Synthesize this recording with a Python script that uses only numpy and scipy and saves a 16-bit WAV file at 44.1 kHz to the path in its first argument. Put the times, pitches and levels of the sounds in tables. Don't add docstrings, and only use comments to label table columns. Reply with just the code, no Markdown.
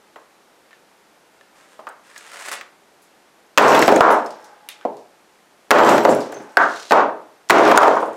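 import sys
import numpy as np
from scipy import signal
from scipy.fft import rfft, irfft
from scipy.io import wavfile

SR = 44100
rng = np.random.default_rng(int(sys.argv[2]) if len(sys.argv) > 2 else 0)


def dump(signal):
    limited = np.clip(np.atleast_2d(signal).T, -1, 1)
    pcm = np.round(limited * 32767).astype(np.int16)
    wavfile.write(sys.argv[1], SR, pcm)


N = 359856
TAPS = 8192
HZ = np.fft.rfftfreq(TAPS, 1 / SR) + 1
T = np.arange(SR) / SR


def amp(db):
    return 10 ** (np.asarray(db) / 20)


def evened(x):
    return x / np.sqrt(np.mean(x ** 2) + 1e-20)


def unit_energy(x):
    return x / np.linalg.norm(x)


def read(points, hz):
    f, value = np.transpose(points)
    return np.interp(np.log(hz + 1), np.log(f + 1), value)


def add(mix, s, sound):
    part = mix[round(s * SR):][:len(sound)]
    part += sound[:len(part)]


def decay(t, t60):
    return np.exp(-np.log(1000) * t / t60)


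def smooth(x, seconds):
    r = np.exp(-1 / (seconds * SR))
    return signal.lfilter([1 - r], [1, -r], x)


def coloured(x, gain):
    log_gain = np.log(np.maximum(gain / gain.max(), 1e-5))
    circle = np.concatenate([log_gain, log_gain[-2:0:-1]])
    spectrum = np.exp(np.conj(signal.hilbert(circle)))
    taps = np.fft.ifft(spectrum).real[:TAPS // 2]
    return signal.fftconvolve(x, unit_energy(taps))[:len(x)]


def signs():
    return rng.choice([-1., 1.], SR)


def shell(hz, sharpness):
    return 1 / np.hypot(1, sharpness * (HZ / hz - hz / HZ))


# (time [s], level [dB], low edge [Hz], high edge [Hz], crack [dB], jingle of steel [dB])
HAMMER_BLOWS = [(3.5762, 26, 344, 1124, -12, -6.5), (5.7074, 26.5, 352, 1170, -14.5, -10),
                (7.5003, 25.5, 337, 1100, -12.5, -29)]
# (time after first touch [s], level relative to the blow [dB])
CRUSH_STAGES = [(0, -4.5), (.003, -17), (.0055, -20)]


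def hammer(bottom_s=.0055, crush_hz=3000, crush_t60=0.0031, shove_db=-2, shove_crack_db=-14):
    out = np.zeros(N)
    for s, db, low_hz, high_hz, crack_db, steel_db in HAMMER_BLOWS:
        for delay, under_db in CRUSH_STAGES:
            plastic_colour = shell(crush_hz, 0.32) + shell(1800, 0.25)
            crunch = coloured(signs() * decay(T, crush_t60), plastic_colour)
            add(out, s + delay, amp(db + under_db) * crunch)
        shove = knock(540, 1700, shove_crack_db, wood_t60=0.017, room_db=-23.5, snap_db=-13.5, seat_db=1.5)
        add(out, s, amp(db + shove_db) * shove)
        slam_s = s + bottom_s
        add(out, slam_s, amp(db) * knock(low_hz, high_hz, crack_db, snap_db=10, room_db=-8.0))
        add(out, slam_s, amp(steel_db) * jingle())
        add(out, slam_s, debris())
    return out


# (frequency [Hz], width [Hz], lift [dB])
BENCH_MODES = [(128, 10.7, 7.5), (183, 35, -1.5), (232, 52, 2.5), (317.8, 42, 3.5), (418, 9.1, 6.5),
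               (626, 140, 3), (930, 54, 3.5), (1384, 840, 4.5)]
# (frequency [Hz], relative level [dB])
CRACK_COLOUR = [(30, -10), (300, -32.5), (1500, 6.5), (2800, -4), (5000, -13.5), (7000, -15.5),
                (10000, -25), (16000, -18.5)]


def knock(low_hz, high_hz, crack_db, wood_t60=0.09, room_db=-11, snap_db=1, snap_t60=0.024, low_slope=1.73,
          high_slope=3.87, bench_low_hz=190, ringing=0.52, seat_s=0.0099, seat_db=4):
    lift_db = sum(db / (1 + (2 * (HZ - hz) / width) ** 2) for hz, width, db in BENCH_MODES)
    low_loss = 1 + (low_hz / HZ) ** (2 * low_slope)
    high_loss = 1 + (HZ / high_hz) ** (2 * high_slope)
    wood = amp(lift_db) / np.sqrt(low_loss * high_loss)
    wood = wood / np.hypot(1, (bench_low_hz / HZ) ** 2)
    crack = amp(crack_db + read(CRACK_COLOUR, HZ))

    board = signs() * decay(T, wood_t60)
    board = board * amp(seat_db * np.minimum(T / seat_s - 1, 0))
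    board_in_room = signal.fftconvolve(garage(), unit_energy(board))[:SR]
    tail = (garage() + ringing * board_in_room) / np.hypot(1, ringing)
    thud = coloured(board + amp(room_db) * tail, np.hypot(wood, crack))

    crack_share = np.linalg.norm(crack) / np.linalg.norm(wood)
    snap = coloured(signs() * decay(T, snap_t60), crack) * crack_share
    return thud + amp(snap_db) * snap


# (frequency [Hz],
# relative level [dB], decay t60 [s])
STEEL_TOOLS = [(845, -18, 2.6), (1580, -24, 2.2), (4145, -11, .5), (5496, -19, 1.2), (7600, -9, .45),
               (12100, -10, .4)]


def jingle(per_s=70, shake_t60=0.74, level_db=-2, detune=.04, count=14):
    t = np.arange(2 * SR) / SR
    out = np.zeros(len(t))
    for hz, db, t60 in STEEL_TOOLS:
        touches = signs() * (rng.random(SR) < per_s / SR) * decay(T, shake_t60)
        touches[0] = 1
        modes = sum(np.sin(2 * np.pi * hz * (1 + detune * off) * t + 2 * np.pi * turn)
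                    for off, turn in rng.uniform(-1, 1, (count, 2)))
        ring = decay(t, t60) * modes / np.sqrt(count)
        out += amp(db) * signal.fftconvolve(unit_energy(touches), ring)[:len(t)]
    taper = 1 - (t / t[-1]) ** 2
    return amp(level_db) * out * taper


def debris(level_db=5, fade_db_per_s=75, spread_db=26, low_hz=1800, top_hz=10000, tick_t60=0.033, wet_db=-3,
           small_db_per_octave=-4, count=70):
    out = np.zeros(SR)
    for k, (when, size, force) in enumerate(rng.random((count, 3))):
        s = 0.033 + 0.5 * (k + when) / count
        hz = low_hz * (top_hz / low_hz) ** size
        tick = coloured(rng.standard_normal(TAPS) * decay(T, tick_t60)[:TAPS], shell(hz, 3.3))
        small_db = small_db_per_octave * np.log2(hz / low_hz)
        force_db = spread_db * (force ** 2 - 1.0)
        add(out, s, amp(level_db - fade_db_per_s * s + force_db + small_db) * tick)
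    return out + amp(wet_db) * signal.fftconvolve(out, unit_energy(garage()))[:SR]


# (time [s], level [dB], low edge [Hz], high edge [Hz], crack [dB],
# first rebound after [s] (0 = no rebound), loss per rebound [dB])
BENCH_KNOCKS = [(0.159, -31.5, 444, 1120, -14, 0, 0), (1.792, -29.5, 600, 925, -23, 0, -10),
                (1.869, -22.5, 940, 1310, -19.5, 0, 0), (2.611, -33, 790, 1700, 2.5, 0, 0),
                (3.748, -3, 254, 950, -6.5, .076, 3), (3.8794, 6.5, 345, 845, -20.5, .045, 6),
                (4.0076, 15.5, 694, 1120, -22, .097, 17.5), (5.785, 11.5, 300, 1090, -14.5, .105, 9),
                (6.051, 3.5, 288, 860, -24, .04, 6), (6.325, -21, 302, 700, -21, .042, 5),
                (6.909, -7, 324, 915, -14.5, 0, 0), (6.921, 11, 590, 1030, -21.5, 0, 0),
                (7.4973, -15.5, 700, 1530, 4, 0, 0), (7.596, 6.5, 318, 970, -39, 0, 0),
                (7.715, 2, 600, 1000, -19, .043, 24), (7.776, 10, 820, 1165, -22.5, .056, 5.5),
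                (7.967, -7.5, 640, 1090, -33, .06, 4.5)]
REBOUND_GAP_SHARE, REBOUND_PITCH_SHARE, REBOUND_CRACK_DB = .86, 0.82, -1.5


def clatter(count=3, shortest_hop_s=.02, room_db=-10.5, shake_per_db=0.08, wood_t60=0.062):
    out = np.zeros(N)
    for s, db, low_hz, high_hz, crack_db, gap_s, loss_db in BENCH_KNOCKS:
        for k in range(count if gap_s > shortest_hop_s else 1):
            lower = REBOUND_PITCH_SHARE ** k
            hit_db = db - k * loss_db
            thud = knock(low_hz * lower, high_hz * lower, crack_db + k * REBOUND_CRACK_DB,
                         wood_t60=wood_t60, room_db=room_db + shake_per_db * hit_db)
            add(out, s, amp(hit_db) * thud)
            s = s + gap_s * REBOUND_GAP_SHARE ** k
    return out


# (time [s], level [dB], low edge [Hz], high edge [Hz], crack [dB], room [dB])
HAMMER_CLONKS = [(4.8512, -9.5, 480, 880, -35.5, -13.5), (6.5706, 7, 1150, 1670, -21, -11)]


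def set_down():
    out = np.zeros(N)
    for s, db, low_hz, high_hz, crack_db, room_db in HAMMER_CLONKS:
        clonk = knock(low_hz, high_hz, crack_db, low_slope=0.9, high_slope=7.5, room_db=room_db,
                      bench_low_hz=266, wood_t60=0.048, seat_s=0.0032)
        add(out, s, amp(db) * clonk)
    return out


# (time [s], level [dB], pitch [Hz], ring t60 [s], room [dB])
SMALL_SOUNDS = [(0.708, -42.5, 1800, .018, -13), (0.730, -41, 1770, .015, -15),
                (1.411, -37.5, 1770, 0.0083, -20), (1.889, -41.5, 8400, .03, -30),
                (2.161, -32.5, 1700, 0.027, -25), (2.178, -34, 6720, 0.027, -14),
                (3.02, -53.5, 9900, .07, 3), (3.752, -8, 3460, 0.007, -21),
                (3.793, -12.5, 7050, 0.0067, -36), (3.827, -15, 2280, 0.0085, -25),
                (3.961, -16.5, 6730, 0.0055, -20), (4.113, -30, 10200, .055, -1.5),
                (4.261, -38, 5190, 0.052, -12.5), (4.306, -40.5, 4870, .04, -9),
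                (4.443, -44, 5880, 0.046, -6), (4.689, -21, 9900, 0.0053, -18.5),
                (4.688, -29, 2490, .025, -9), (4.69, -41, 3620, .2, -11.5), (4.812, -35, 1530, .01, -13),
                (4.969, -41.5, 4600, .012, -14), (5.894, -13.5, 6800, 0.017, -11.5),
                (5.98, -25, 6660, 0.0074, -22), (6.091, -32, 7400, 0.26, 5),
                (6.149, -27.5, 9900, 0.011, -14), (6.205, -35.5, 5000, .04, -4),
                (6.323, -32.5, 7000, .008, -23), (6.341, -41, 6240, .3, -26),
                (7.489, -32, 5000, 0.023, -19), (7.653, -11, 3400, 0.008, -32),
                (7.684, -32, 12100, .15, -30), (7.775, -10, 6800, 0.044, -43)]


def small_sounds(sharpness=0.81, ring_db=-3, ring_q=22, ringing_s=0.4):
    out = np.zeros(N)
    for s, db, hz, t60, room_db in SMALL_SOUNDS:
        contact = signs() * decay(T, min(t60, .04)) + amp(room_db) * garage()
        tick = coloured(contact, shell(hz, sharpness) ** 2)
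        ring = coloured(signs() * decay(T, t60), shell(hz, ring_q) ** 2)
        add(out, s, amp(db) * (tick / (1 + (t60 / ringing_s) ** 2) + amp(ring_db) * ring))
    return out


def settling(after_s=.3, every_s=0.049, level_db=-29, fade_db_per_s=36, hz=6500, tick_t60=0.005, room_db=-11,
             count=12):
    out = np.zeros(N)
    for blow_s, *_ in HAMMER_BLOWS:
        for k, (when, size) in enumerate(rng.random((count, 2))):
            s = every_s * (k + when)
            contact = signs() * decay(T, tick_t60) + amp(room_db) * garage()
            tick = coloured(contact, shell(hz * 2 ** (size - .5), 1.3) ** 2)
            add(out, blow_s + after_s + s, amp(level_db - fade_db_per_s * s) * tick)
    return out


def slide(curve, colour, level_db, grain=0.67, per_s=300, wet=0.46, flutter_db=2.5, flutter_s=0.00466,
          fizz_db=0, fizz_hz=8200, fizz_power=1.84):
    s, db = np.transpose(curve)
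    flutter = flutter_db * evened(smooth(rng.standard_normal(N), flutter_s))
    pressure = amp(np.interp(np.arange(N) / SR, s, db, left=-120, right=-120))
    catches = evened(rng.standard_normal(N) * (rng.random(N) < per_s / SR))
    drive = amp(flutter) * (rng.standard_normal(N) + grain * catches)
    rub = pressure * evened(coloured(drive, amp(read(colour, HZ))))
    fizz = pressure ** fizz_power * coloured(drive, shell(fizz_hz, 2.3))
    rub = rub + amp(fizz_db) * fizz
    return amp(level_db) * (rub + wet * signal.fftconvolve(rub, unit_energy(garage()))[:N])


def stroke(start, length, db, swell_db_per_s, touch_s=.012, lift_s=0.019, off_db=35):
    end, end_db = start + length, db + swell_db_per_s * length
    return [(start - touch_s, db - off_db), (start, db), (end, end_db), (end + lift_s, end_db - off_db)]


# (start [s], length [s], relative level at the start [dB], swell [dB/s])
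HAND_STROKES = [(1.554, 0.25, -43, -13), (2.036, 0.46, -43.5, 45.5), (2.513, 0.041, -13, -200)]
# (frequency [Hz], relative level [dB])
HAND_ON_WOOD = [(40, -60), (100, -42), (250, -18), (500, -3.5), (1100, 0), (1750, 2), (3200, -7),
                (6000, -9), (8500, -7), (13000, -21), (16000, -27)]


def hand():
    pressure_curve = [point for row in HAND_STROKES for point in stroke(*row)]
    return slide(pressure_curve, HAND_ON_WOOD, level_db=-12)


# (time [s], relative level [dB])
HANDLE_SCRAPE = [(6.6, -42), (6.68, -40.5), (6.78, -39.5), (6.86, -45), (6.91, -38)]
# (frequency [Hz], relative level [dB])
HANDLE_ON_WOOD = [(500, -32), (2000, -2.5), (4200, 4), (6500, 0), (9000, -7), (15000, -20)]


def handle():
    return slide(HANDLE_SCRAPE, HANDLE_ON_WOOD, level_db=-2.5)


def aftersound(level_db=-22, t60=1.89, hz=850, sharpness=0.85):
    out, t = np.zeros(N), np.arange(2 * SR) / SR
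    for s, *_ in HAMMER_BLOWS:
        hum = evened(coloured(rng.standard_normal(len(t)), shell(hz, sharpness) ** 2))
        add(out, s, amp(level_db - 60 * t / t60) * hum)
    return out


# (frequency [Hz], decay t60 [s])
GARAGE_DECAY = [(110, 0.57), (200, 0.48), (400, 0.49), (900, 0.42), (2200, 0.37), (6000, 0.31),
                (15000, 0.093)]


def garage(build_s=0.0068):
    hz, t, bands = signal.stft(signs(), SR, nperseg=256)
    fading = bands * decay(t, read(GARAGE_DECAY, hz)[:, None])
    tail = signal.istft(fading, SR, nperseg=256)[1][:SR]
    return tail * (1 - np.exp(-T / build_s))


# (frequency [Hz], relative level [dB])
AIR_COLOUR = [(12, -39), (20, -7.5), (96, -15), (206, -2), (251, -3.5), (305, 0), (566, 0.5), (634, -1),
              (816, 0), (1020, -3.5), (1560, -5), (3140, -12), (12800, -19), (15200, -25), (16500, -55)]
AIR_DB = -54.5


def air():
    shape = amp(read(AIR_COLOUR, np.fft.rfftfreq(N, 1 / SR)))
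    return amp(AIR_DB) * evened(irfft(rfft(rng.standard_normal(N)) * shape, N))


def scene():
    blows = hammer() + aftersound()
    contacts = clatter() + set_down()
    ticks = small_sounds() + settling()
    rubs = hand() + handle()
    return (blows + contacts + ticks + rubs + air())[None]


EDGE_HZ = 16100


def record(dry, limit_db=-9, recover_db_per_s=240, sense_s=0.0056, attack_s=0.000053, low_cut_hz=85,
           dull_hz=12000):
    power_db = 10 * np.log10(smooth(dry[0] ** 2, sense_s) + 1e-12)
    fall = np.arange(N) / SR * recover_db_per_s
    held_db = np.maximum.accumulate(power_db + fall) - fall
    over_db = np.maximum(held_db - limit_db, 0)
    limited = np.clip(dry[0] / amp(smooth(over_db, attack_s)), -.95, .95)
    band = signal.butter(1, [low_cut_hz, min(dull_hz, .45 * SR)], "band", fs=SR, output="sos")
    edge = signal.firwin(255, EDGE_HZ, window=("kaiser", 9), fs=SR)
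    return signal.oaconvolve(signal.sosfilt(band, limited), edge, "same")[None]


dry = scene()
out = record(dry)
dump(out)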